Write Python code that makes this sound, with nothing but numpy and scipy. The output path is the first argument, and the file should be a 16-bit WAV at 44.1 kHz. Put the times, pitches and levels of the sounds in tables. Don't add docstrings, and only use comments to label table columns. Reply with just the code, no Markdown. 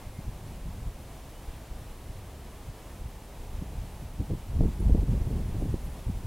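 import sys
import numpy as np
from scipy import signal
from scipy.fft import rfft, irfft
from scipy.io import wavfile
from scipy.ndimage import uniform_filter1d

SR = 44100
rng = np.random.default_rng(int(sys.argv[2]) if len(sys.argv) > 2 else 0)


def generate_wav(sig):
    pcm = np.round(np.clip(np.atleast_2d(sig).T, -1, 1) * 32767).astype(np.int16)
    wavfile.write(sys.argv[1], SR, pcm)


N = 276066
TIME = np.arange(N) / SR

# time in seconds, level in dB.
WIND_STRENGTH = [(0.0, -47.5), (0.25, -41.5), (0.5, -40), (0.8, -39), (1.0, -43.5), (1.38, -45.5),
                 (1.55, -43.5), (1.65, -46), (1.95, -44), (2.3, -43), (2.5, -44), (2.8, -47.5), (3.0, -41),
                 (3.25, -45.5), (3.55, -41), (3.75, -37.5), (3.9, -43), (4.05, -39), (4.43, -42.5),
                 (4.54, -32.5), (4.62, -26.5), (4.68, -29), (4.74, -36.5), (4.83, -30), (4.9, -26),
                 (5.02, -30.5), (5.06, -32.5), (5.14, -30.5), (5.24, -31.5), (5.4, -30), (5.48, -32),
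                 (5.6, -31.5), (5.71, -32), (5.77, -40), (5.88, -35), (6.02, -41), (6.12, -40),
                 (6.26, -34.5)]
# peak time in seconds, relative level in dB, upper edge in Hz, fade time in seconds.
EDDY_HITS = [(0.072, -34.5, 99, 0.023), (0.192, -31.5, 328, 0.011), (0.28, -28.5, 166, .016),
             (0.466, -37.5, 200, 0.032), (0.66, -34, 200, 0.016), (0.688, -34.5, 190, .018),
             (0.8, -35, 140, 0.044), (0.872, -30.5, 258, 0.02), (1.489, -34.5, 111, 0.014),
             (1.714, -33, 99, 0.017), (1.758, -37.5, 129, 0.013), (1.819, -38, 130, 0.025),
             (1.899, -38.5, 110, 0.02), (2.099, -33, 150, 0.018), (2.155, -36, 110, 0.017),
             (2.69, -33, 171, 0.024), (3.012, -36.5, 170, 0.019), (3.058, -34.5, 170, 0.012),
             (3.397, -37, 90, .024), (3.49, -37, 90, 0.05), (3.54, -36.5, 110, .022),
             (3.584, -32, 100, .028), (3.623, -29, 480, .007), (3.786, -31.5, 129, 0.011),
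             (3.813, -34, 180, 0.0078), (3.84, -42.5, 340, .012), (4.033, -34.5, 261, 0.028),
             (4.205, -24.5, 436, 0.02), (4.309, -26.5, 635, 0.017), (4.331, -28, 400, 0.028),
             (4.502, -33, 110, 0.023), (4.57, -19.5, 110, 0.02), (4.592, -25, 450, 0.011),
             (4.609, -13.5, 615, 0.0053), (4.636, -22.5, 795, .011), (4.656, -22, 360, 0.019),
             (4.69, -32.5, 440, 0.0068), (4.806, -27.5, 450, 0.015), (4.826, -26.5, 300, .012),
             (4.865, -19, 240, .018), (4.896, -22, 644, 0.0095), (4.922, -18.5, 130, .018),
             (4.95, -14, 557, 0.0084), (4.976, -21, 262, 0.0082), (4.997, -23.5, 130, .014),
             (5.032, -26.5, 494, 0.019), (5.085, -31, 650, .012), (5.1, -19.5, 200, 0.013),
             (5.132, -25.5, 620, 0.018), (5.153, -25.5, 320, 0.0098), (5.176, -27, 450, 0.0093),
             (5.215, -22, 170, 0.0087), (5.273, -26, 420, 0.0085), (5.312, -27.5, 470, 0.024),
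             (5.355, -26.5, 400, 0.016), (5.4, -25, 434, .014), (5.555, -28.5, 490, 0.016),
             (5.624, -27, 560, 0.011), (5.657, -26, 500, 0.0083), (5.693, -23.5, 280, 0.012),
             (5.743, -25.5, 510, .015), (5.849, -35, 260, 0.016), (6.066, -28.5, 120, .018),
             (6.094, -24.5, 284, 0.015), (6.16, -29, 120, 0.024), (6.248, -30, 160, .016)]
# frequency in Hz, relative level in dB.
RUMBLE_COLOUR = [(18, -1), (33, 2), (60, -0.5), (85, -5.5), (120, -8.5), (170, -15.5), (240, -31.5)]
FLUTTER_COLOUR = [(80, -43), (120, -5.5), (165, 2), (220, -1.5), (300, -10), (420, -14), (600, -22.5),
                  (900, -26), (1400, -60)]
WAKE_COLOUR = [(25, 0), (70, 0.5), (165, -3), (300, -11.5), (500, -11.5), (800, -17.5)]
AIR_COLOUR = [(120, -2.5), (200, 2), (350, -1.5), (520, -2.5), (780, -3.5), (950, -5.5), (1380, -13),
              (2000, -14), (3000, -16), (4750, -20.5), (7000, -21), (11200, -21.5), (13200, -25.5),
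              (15500, -26)]
# middle in seconds, level in dB, length in seconds.
LEAF_RUSTLES = [(0.54, -66, .08), (1.53, -65.5, .09), (3.575, -63.5, .06)]
# middle in seconds, pitch in Hz, level in dB, length in seconds, glide in Hz per second.
BIRD_NOTES = [(0.04, 2120, -67.5, .07, 0), (0.165, 2120, -65, .11, 0), (1.38, 3000, -65.5, .09, 1800)]
# middle in seconds, pitch in Hz, level in dB, length in seconds.
INSECT_CHIRPS = [(0.14, 10370, -66.5, .08), (5.485, 10370, -68, .06), (5.6, 10360, -66.5, .04),
                 (5.74, 10380, -73, .34), (5.88, 10340, -69, .09), (5.937, 10490, -64.5, .025),
                 (6.04, 10310, -69, .12)]
# pitch in Hz, relative level in dB.
SQUEAK_TONES = [(9254, -0.5), (11510, 0), (11840, -5)]


def wind(roll_db, lumpy_db, gust_db, flutter_offset_db, flutter_growth):
    wind_db = np.interp(TIME, *np.transpose(WIND_STRENGTH))
    flutter_db = gust_db + flutter_offset_db + flutter_growth * (wind_db - gust_db)
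    rolls = rms_one(wobble(roll_db, rate=30))
    lumps = rms_one(wobble(lumpy_db, rate=110))
    rumble = from_db(wind_db) * turbulence(RUMBLE_COLOUR, hold_s=0.052)
    flutter = from_db(flutter_db) * turbulence(FLUTTER_COLOUR, hold_s=0.04)
    return rolls * (rumble + flutter * lumps)


def eddy_thumps(swing_db, wake_db, approach_share, lumpy_db, dull_share):
    pressure = turbulence(WAKE_COLOUR, hold_s=0.013) * wobble(lumpy_db, rate=160)
    out = np.zeros(N)
    for peak_s, db, top_hz, fade_s in EDDY_HITS:
        near = np.abs(TIME - peak_s) < 0.25
        age = TIME[near] - peak_s
        rise_or_fade_s = np.where(age < 0, approach_share * fade_s, fade_s)
        loudness = np.exp(-np.abs(age) / rise_or_fade_s)
        bright = muffle(pressure[near], top_hz)
        dull = muffle(pressure[near], dull_share * top_hz)
        wake = loudness * (dull + loudness * (bright - dull))
        wake *= np.sqrt(np.sum(loudness ** 2) / np.sum(wake ** 2))
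        passage = np.clip(np.pi / 2 * top_hz * age, -10, 10)
        swing = passage * np.exp(-passage ** 2 / 2)
        out[near] += from_db(db) * (from_db(swing_db) * swing + from_db(wake_db) * wake)
    return out


def distant_air(level_db, rise_db, gust_arrives_s, stir_db):
    wash_db = level_db + np.interp(TIME, gust_arrives_s, (0, rise_db))
    return from_db(wash_db + stir_db * drift(rate=18)) * coloured_noise(AIR_COLOUR)


def leaves(low_hz, high_hz):
    loudness = sum(from_db(db) * swell(middle_s, length_s) for middle_s, db, length_s in LEAF_RUSTLES)
    return loudness * band_noise(low_hz, high_hz)


def bird(waver):
    wander = waver * drift(rate=320)
    return sum(pip(middle_s, hz, db, length_s, wander, glide)
               for middle_s, hz, db, length_s, glide in BIRD_NOTES)


def insect(waver):
    wander = waver * drift(rate=220)
    return sum(pip(middle_s, hz, db, length_s, wander) for middle_s, hz, db, length_s in INSECT_CHIRPS)


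def squeak(middle_s, level_db, length_s, waver):
    wander = waver * drift(rate=610)
    return sum(pip(middle_s, hz, level_db + db, length_s, wander) for hz, db in SQUEAK_TONES)


def tick(middle_s, level_db, length_s):
    return from_db(level_db) * swell(middle_s, length_s) * band_noise(low_hz=9700, high_hz=11000)


def hiss(level_db):
    return from_db(level_db) * rng.standard_normal((2, N))


def turbulence(colour, hold_s):
    noise = coloured_noise(colour)
    width = max(int(hold_s * SR), 2)
    local_power = uniform_filter1d(uniform_filter1d(noise ** 2, width), width)
    return noise / np.sqrt(local_power + 1e-9)


def coloured_noise(colour):
    hz = np.maximum(np.arange(N // 2 + 1) * SR / N, 1)
    table_hz, table_db = np.transpose(colour)
    gain = from_db(np.interp(np.log(hz), np.log(table_hz), table_db))
    low_cut = 1 / np.sqrt(1 + (table_hz[0] / hz) ** 6)
    high_cut = 1 / np.sqrt(1 + (hz / table_hz[-1] / 2) ** 6)
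    spectrum = rfft(rng.standard_normal(N))
    return rms_one(irfft(spectrum * gain * low_cut * high_cut, N))


def band_noise(low_hz, high_hz):
    band = signal.butter(2, [low_hz, high_hz], "band", fs=SR, output="sos")
    return rms_one(signal.sosfilt(band, rng.standard_normal(N)))


def pip(middle_s, hz, db, length_s, wander, glide=0):
    age = TIME - middle_s
    phase = 2 * np.pi * (hz + glide * age / 2) * age + wander
    return from_db(db) * swell(middle_s, length_s) * np.sqrt(2) * np.sin(phase)


def muffle(sound, edge_hz):
    return signal.sosfiltfilt(signal.butter(3, edge_hz, fs=SR, output="sos"), sound)


def swell(middle_s, length_s):
    return np.exp(-(2 * (TIME - middle_s) / length_s) ** 2)


def drift(rate):
    points = rng.standard_normal(2048)
    return rms_one(np.interp(TIME * rate, np.arange(len(points)), points))


def wobble(depth_db, rate):
    return from_db(depth_db * np.clip(drift(rate), -2, 2))


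def from_db(db):
    return 10 ** (np.asarray(db) / 20)


def rms_one(sound):
    return sound / np.sqrt(np.mean(sound ** 2) + 1e-20)


def scene():
    yard = wind(roll_db=0.6, lumpy_db=2.5, gust_db=-30, flutter_offset_db=-11.5, flutter_growth=1.28)
    yard += eddy_thumps(swing_db=3.0, wake_db=-0.4, approach_share=0.52, lumpy_db=2.0, dull_share=0.66)
    yard += bird(waver=0.56) + insect(waver=1.1)
    yard += squeak(middle_s=5.853, level_db=-63, length_s=0.04, waver=0.95)
    yard += tick(middle_s=4.805, level_db=-54, length_s=0.016)
    yard += distant_air(level_db=-50, rise_db=0.63, gust_arrives_s=(4.2, 4.9), stir_db=0.5)
    return yard + hiss(level_db=-61.8) + leaves(low_hz=2200, high_hz=3580)


def record(dry):
    low_cut = signal.butter(2, 14, "high", fs=SR, output="sos")
    high_cut = signal.ellip(12, 0.1, 80, 15800, fs=SR, output="sos")
    return signal.sosfilt(high_cut, signal.sosfilt(low_cut, dry))


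dry = scene()
out = record(dry)
generate_wav(out)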